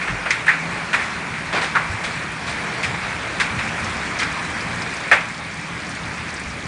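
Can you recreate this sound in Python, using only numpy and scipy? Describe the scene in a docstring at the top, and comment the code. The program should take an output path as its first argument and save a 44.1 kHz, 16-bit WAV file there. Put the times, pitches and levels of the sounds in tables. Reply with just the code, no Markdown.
"""Heavy rain on a flooded yard and its bushes, heard from under the eaves in mono.
The far drops merge into a wash of shaped noise; nearer drops are short rings that plop, crackle and tick.
Water gathered on the eaves slaps the wet paving close by: ringing air, a clap of clicks and a spray.
Behind it the roof drums dully in low noise, and soft wobbling thuds bump the microphone."""
import sys
import numpy as np
from scipy import signal
from scipy.fft import rfft, irfft
from scipy.io import wavfile
from scipy.ndimage import uniform_filter1d, minimum_filter1d

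SR = 44100
rng = np.random.default_rng(int(sys.argv[2]) if len(sys.argv) > 2 else 0)


def pcm_store(signal):
    """Save signal as 16-bit PCM."""
    levels = np.round(np.clip(np.atleast_2d(signal), -1, 1) * 32767)
    wavfile.write(sys.argv[1], SR, levels.astype(np.int16).T)


N = 294147
TIME = np.arange(N) / SR  # s


# How hard it rains, as the level of the wash: (time [s], level [dB])
RAIN_LEVEL = [(0, -28.5), (.6, -27.5), (1.1, -27.5), (1.45, -29), (2.15, -27.5), (2.4, -29.5), (2.6, -26.5),
              (3.3, -27), (3.9, -26), (5.05, -28), (5.35, -31.5), (6.2, -30), (6.67, -32.5)]
# Colour of the wash: (frequency [Hz], relative level [dB])
WASH_COLOUR = [(180, -25.5), (300, -2), (430, -4.5), (600, -3.5), (850, -1.5), (1200, -1.2), (1800, 1),
               (2020, 0.2), (2380, 1), (2520, -2.5), (2720, -7), (3000, -12), (4300, -33)]


def wash():
    """Far rain on puddles and leaves merges into noise, with nearer plops standing out of it."""
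    def colour(f):
        return read(WASH_COLOUR, f)
    far = coloured(rng.standard_normal(N), colour)
    plops = patter(882, 2780, per_s=400, spread_db=0.5, cycles=1.3)
    near = coloured(plops, colour)
    rain = patchy(far + gain_of(-9.5) * near, depth_db=1.3, flicker_db=-0.01)
    return level(RAIN_LEVEL) * rain


def with_rain(db, follows):
    """Gain over time of a layer at db in the usual rain, moving by follows dB per dB of the wash."""
    usual_rain_db = -28
    return gain_of(db) * (level(RAIN_LEVEL) / gain_of(usual_rain_db)) ** follows


# Colour of the fine rain; its drops get half these dB: (frequency [Hz], relative level [dB])
FIZZ_COLOUR = [(1500, -27), (2600, -7), (3200, 1), (4200, -0.7), (5500, -5), (7200, -8.5), (9600, -11.5),
               (10500, -23)]
FIZZ_DB, FIZZ_FOLLOWS = -39.5, 0.84  # hiss in the usual rain, dB per dB of the wash


def fizz():
    """Fine drops crackle on the paving, growing then steady, over a hiss that follows the downpour."""
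    hiss = coloured(rng.standard_normal(N), lambda f: read(FIZZ_COLOUR, f))
    hiss = patchy(hiss, depth_db=1.93, flicker_db=-0.26)
    drops = patter(3200, 9540, per_s=1000, spread_db=3.5, cycles=0.91)
    # the smallest, highest drops are the faintest
    drops = coloured(drops, lambda f: np.sqrt(read(FIZZ_COLOUR, f)))
    return with_rain(FIZZ_DB, FIZZ_FOLLOWS) * hiss + spatter_level() * drops


SPATTER_START_DB, SPATTER_END_DB, SPATTER_GROW_S = -53.5, -44.5, 4.2


def spatter_level():
    """Gain over time of the fine drops close by: a steady growth, then a hold."""
    return level([(0, SPATTER_START_DB), (SPATTER_GROW_S, SPATTER_END_DB)])


# Compactness makes a landing faster, narrower in pitch and richer in ringing air
LOOSE_RISE_S, SOLID_RISE_S = 0.0061, 0.0005
LOOSE_OCTAVES, SOLID_OCTAVES = 1.58, 0.22
SOLID_RING, RING_POWER = 1, 3  # energy share of the ring in a solid lump, curve towards it


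def landing_of(compact):
    """Spread (octaves), energy share of bubble ring and rise (s) of a splash from its compactness."""
    compact = np.clip(compact, 0, 1)
    spread = LOOSE_OCTAVES * (SOLID_OCTAVES / LOOSE_OCTAVES) ** compact
    rise = LOOSE_RISE_S * (SOLID_RISE_S / LOOSE_RISE_S) ** compact
    ring = np.clip(SOLID_RING * compact ** RING_POWER, 0, 1)
    return spread, ring, rise


def burst(t, rise, length, tail_db, t60):
    """Two envelopes of a splash: the water landing, and its echo between wall and eaves."""
    landing = np.exp(-(t / length) ** 4)
    echo = (1 - landing) * gain_of(tail_db - 60 * (t - length) / t60) ** 2
    return (1 - np.exp(-t / rise)) * np.sqrt([landing, echo])


# Water slapping on the paving: (time [s], slap level [dB], centre pitch [Hz], length [s],
# spray level [dB], compactness [0-1, loose scatter to one solid lump])
SPLASHES = [ (0.012, -26, 1900, 0.032, -39, 0.5), (0.074, -22, 1770, 0.035, -40, 0.42),
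            (0.256, -20.5, 1880, 0.02, -42, 0.17), (0.306, -12, 2070, 0.0068, -25, 0.92),
            (0.464, -20, 1770, .011, -38, 0.5), (0.4805, -8.5, 1800, 0.018, -31.5, 0.98),
            (0.930, -15, 1790, 0.028, -29.5, 0.47), (0.992, -27.5, 1790, 0.063, -38.5, 0.54),
            (1.339, -26, 2250, .008, -45, 0.76), (1.525, -19.5, 680, .065, -31.5, 0),
            (1.611, -22, 1760, 0.046, -31, 0.2), (1.752, -12.5, 1340, 0.021, -34, 0.7),
            (2.037, -24, 1880, .024, -30, 0), (2.466, -30, 1900, 0.043, -34, 0.1),
            (2.829, -20.5, 2266, 0.022, -29, 0.67), (3.399, -14.5, 1800, 0.019, -24.5, 0.46),
            (3.589, -18, 1900, 0.0072, -34, 0.53), (4.194, -23, 1790, .017, -27.5, 0.65),
            (4.214, -19, 1970, 0.021, -38, 0.5), (5.1135, -7, 1784, 0.022, -26, 0.73),
            (5.116, -16.5, 736, 0.02, -33, 0.58), ]
# Colour of the clap, before it is narrowed around the pitch: (frequency [Hz], relative level [dB])
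SLAP_COLOUR = [(60, -31), (250, -4.5), (650, -1), (2400, 1), (2800, -6), (5000, -28), (10000, -29.5)]
# Colour of the droplets, before tilting in a splash or narrowing in a tick:
# (frequency [Hz], relative level [dB])
SPRAY_COLOUR = [(1200, -26.5), (2500, -13.5), (3400, 0.5), (4800, -5), (6500, -10), (9300, -11.5),
                (10500, -29)]
# A low-pitched splash throws a duller spray: tilt at the usual pitch, its change per octave of pitch
SPRAY_TILT_DB, TILT_FOLLOWS_DB, USUAL_SLAP_HZ = -1, 2, 1850


def splash(slap_db, hz, length, spray_db, compact, size=16384):
    """A lump of water claps on the wet ground, traps air that rings briefly, and throws droplets."""
    t = np.arange(size) / SR
    spread, ring, rise = landing_of(compact)

    def clap(octaves):
        def band(f):
            distance = abs(np.log2((f + 1) / hz) / octaves)
            return read(SLAP_COLOUR, f) / np.hypot(1, distance ** 1.7)
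        return coloured(impacts(size, per_s=12000, spread_db=-0.3), band)

    # the air pocket wobbles, and its pitch climbs as it closes
    pitch = hz * (1 + 0.099 * sway(size, order=24) + 0.044 * np.tanh(2 * t / length - 1))
    bubble = evened(np.sin(2 * np.pi * np.cumsum(pitch) / SR))
    landing, echo = burst(t, rise, length, tail_db=-7.0, t60=0.29)
    _, yard = burst(t, rise, length, tail_db=-12.5, t60=0.41)
    # the water arrives in blobs a few milliseconds apart
    blobs = gain_of(1.4 * sway(size, order=64))
    body = np.sqrt(ring) * bubble + np.sqrt(1 - ring) * clap(spread)
    slap = under(landing * blobs, body)
    slap += under(np.hypot(echo, yard), clap(spread + 0.23))

    # finer droplets make a brighter spray, which flies off at first contact
    tilt_db = SPRAY_TILT_DB + TILT_FOLLOWS_DB * np.log2(hz / USUAL_SLAP_HZ)

    def spray_colour(f):
        return read(SPRAY_COLOUR, f) * gain_of(tilt_db * np.log2(1 + f / 800))

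    spray = coloured(impacts(size, per_s=5000, spread_db=-0.5), spray_colour)
    spray_envelope = np.hypot(*burst(t, 0.29 * rise, length, tail_db=-3, t60=0.23))
    return gain_of(slap_db) * slap + gain_of(spray_db) * under(spray_envelope, spray)


# The sharpest single drops on hard ground close by: (time [s], peak level of the ring [dB], pitch [Hz])
TICKS = [(0.3068, -13.5, 6160), (3.3995, -21, 4760), (3.8453, -22, 6000), (4.1895, -15, 5460),
         (4.2335, -18, 5200), (4.6065, -21, 5200), (4.8205, -20, 4970), (4.9677, -25, 5960),
         (5.9151, -26, 5600), (6.341, -24.5, 7860), (6.366, -22.5, 4970)]


def tick(db, hz, size=2048):
    """A sharp drop rings for a few cycles, with a brief fading sprinkle near the same pitch."""
    t = np.arange(size) / SR

    def band(f):
        return read(SPRAY_COLOUR, f) / np.hypot(1, np.log2((f + 1) / hz) / 0.13)

    sprinkle = coloured(rng.standard_normal(size), band)
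    fade = gain_of(-60 * t / 0.068)
    sound = gain_of(-10) * under(fade, sprinkle)
    add(sound, 0, ping(hz, cycles=0.7))
    return gain_of(db) * sound


STRAY_PER_S = 6  # mean rate at full spatter
STRAY_DB, STRAY_SPREAD_DB = -29, 1.5
STRAY_HZ, STRAY_OCTAVES = 6250, 0.35  # middle pitch, its spread


def stray_ticks(count=80):
    """Lesser drops tick on hard ground at random moments, more often as the spatter grows."""
    out = np.zeros(N)
    nearness = spatter_level() / gain_of(SPATTER_END_DB)
    draws = zip(rng.random((count, 2)), rng.standard_normal((count, 2)))
    for (place, chance), (strength, pitch) in draws:
        at = int(place * N)
        if chance < nearness[at] * STRAY_PER_S * N / SR / count:
            db = STRAY_DB + STRAY_SPREAD_DB * strength
            add(out, TIME[at], tick(db, STRAY_HZ * 2 ** (STRAY_OCTAVES * pitch)))
    return out


# Soft bumps on the microphone: (time [s], peak envelope level [dB], centre pitch [Hz],
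# length [s, twice the time to the peak])
BUMPS = [(0.08, -32, 48, 0.09), (0.095, -23.5, 152.4, 0.029), (1.895, -23, 94, 0.022),
         (1.938, -24.5, 100, .018), (2.84, -30, 114.8, 0.077), (3.53, -28, 124, 0.061),
         (3.82, -28.5, 99, 0.063), (6.46, -28, 78, 0.023)]


def bump(db, hz, length, size=22050):
    """A soft low thud whose pitch wobbles."""
    age = 2 * np.arange(size) / SR / length
    turns = np.cumsum(hz * (1 + 0.17 * sway(size, order=400))) / SR
    return gain_of(db) * age * np.exp(1 - age) * np.sin(2 * np.pi * turns)


# The rumble overhead, one slow swell: (time [s], level [dB])
RUMBLE_LEVEL = [(0, -42.5), (1.2, -38), (2.3, -37), (3.25, -37), (3.75, -33.5), (5.3, -38.5), (6.67, -37.5)]
# Colour of the rumble: (frequency [Hz], relative level [dB])
RUMBLE_COLOUR = [(15, -27.5), (30, -20), (45, -10), (60, -4.5), (80, 0.5), (100, -4), (122, 2.5),
                 (150, -11), (230, -2), (330, -15.5), (550, -33)]
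# Low modes of the roof: (frequency [Hz], half width [Hz], relative level [dB])
ROOF_MODES = [(163.6, 14, 3), (178.6, 10, -10), (211.4, 17, -10), (287, 17, -9)]
RUMBLE_LUMPS_DB = 1.9  # rms depth of the lumps
BOOM_DB, BOOM_FOLLOWS, BOOM_WAVER_DB = -38, 0.1, 0.76  # usual rain, dB per dB of the wash, rms waver


def roof():
    """Rain excites the low modes of the roof, which hum unevenly above a dull rumble."""
    def modes(f):
        return sum(gain_of(db) / (1 + ((f - hz) / width) ** 2) for hz, width, db in ROOF_MODES)
    rumble = coloured(rng.standard_normal(N), lambda f: read(RUMBLE_COLOUR, f))
    boom = coloured(rng.standard_normal(N), modes)
    waver = gain_of(BOOM_WAVER_DB * sway(N, order=8000))
    lumps = gain_of(RUMBLE_LUMPS_DB * sway(N, order=2500))
    hum = with_rain(BOOM_DB, BOOM_FOLLOWS) * waver * boom
    return level(RUMBLE_LEVEL) * evened(lumps * rumble) + hum


def patter(low_hz, high_hz, per_s, spread_db, cycles, count=24):
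    """A shower of drops of many sizes, each size with its own pitch."""
    total = np.zeros(N)
    for hz in np.geomspace(low_hz, high_hz, count):
        hits = impacts(N, per_s / count, spread_db)
        total += signal.oaconvolve(hits, evened(ping(hz, cycles)))[:N]
    return evened(total)


def ping(hz, cycles):
    """The ring of one drop: a few cycles that start softly and die; envelope peak 1."""
    turns = hz * np.arange(600) / SR
    age = turns / cycles
    return age * np.exp(1 - age) * np.sin(2 * np.pi * turns)


def impacts(size, per_s, spread_db):
    """Random clicks of either sign, a few much louder than most (fainter if spread_db is negative)."""
    heights = gain_of(spread_db * np.minimum(rng.exponential(1, size), 5))
    signs = rng.choice([-1, 1], size)
    return evened(heights * signs * (rng.random(size) < per_s / SR))


def patchy(x, depth_db, flicker_db):
    """Drops fall in clumps: patches of the spectrum, and all of it together, swell and fade."""
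    z = signal.stft(x, nperseg=512)[2]
    patches = uniform_filter1d(rng.standard_normal(z.shape), size=7, axis=0)  # across frequency
    patches = evened(uniform_filter1d(patches, size=8, axis=1))  # across time
    flicker = evened(uniform_filter1d(rng.standard_normal(z.shape[1]), size=6))
    gain = gain_of(depth_db * patches + flicker_db * flicker)
    return evened(signal.istft(z * gain, nperseg=512)[1][:N])


def coloured(x, gain):
    """Filters by a gain that is a function of frequency; rms 1."""
    return evened(irfft(rfft(x) * gain(np.fft.rfftfreq(len(x), 1 / SR)), len(x)))


def under(envelope, x):
    """Shapes a sound by an envelope and gives it the energy of that envelope."""
    return evened(x * envelope) * np.sqrt(np.mean(envelope ** 2))


def sway(size, order):
    """A smooth random curve of rms 1 that changes over about order samples."""
    smooth = uniform_filter1d(rng.standard_normal(size), size=order)
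    return evened(uniform_filter1d(smooth, size=order))


def gain_of(db):
    """Decibels to a factor."""
    return 10 ** (np.asarray(db) / 20)


def evened(x):
    """Scales to rms 1."""
    return x / np.sqrt(np.mean(x ** 2) + 1e-20)


def read(points, hz):
    """Gain of a colour table at the given frequencies, read on a log frequency scale."""
    f, db = np.transpose(points)
    return gain_of(np.interp(np.log(hz + 1), np.log(f + 1), db))


def level(rows):
    """Gain over time from a dB curve."""
    return gain_of(np.interp(TIME, *np.transpose(rows)))


def add(mix, s, sound):
    """Mixes a sound in at time s."""
    part = mix[max(round(s * SR), 0):][:len(sound)]
    part += sound[:len(part)]


def scene():
    """All of the rain at one microphone, the same in both channels."""
    mix = wash() + fizz() + roof()
    for rows, source in (SPLASHES, splash), (TICKS, tick), (BUMPS, bump):
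        for s, *values in rows:
            add(mix, s, source(*values))
    mix += stray_ticks()
    return np.array([mix, mix])


EDGE_HZ = 10150  # upper limit of the band


def record(dry):
    """A fast limiter holds the loudest peaks under full scale; then a low-pass limits the band."""
    room_left = np.minimum(1, 0.97 / (abs(dry).max(axis=0) + 1e-9))
    limiter_gain = uniform_filter1d(minimum_filter1d(room_left, size=65), size=65)
    low_pass = signal.firwin(221, EDGE_HZ, window=("kaiser", 7), fs=SR)
    return signal.oaconvolve(dry * limiter_gain, low_pass[None], "same")


dry = scene()
out = record(dry)
pcm_store(out)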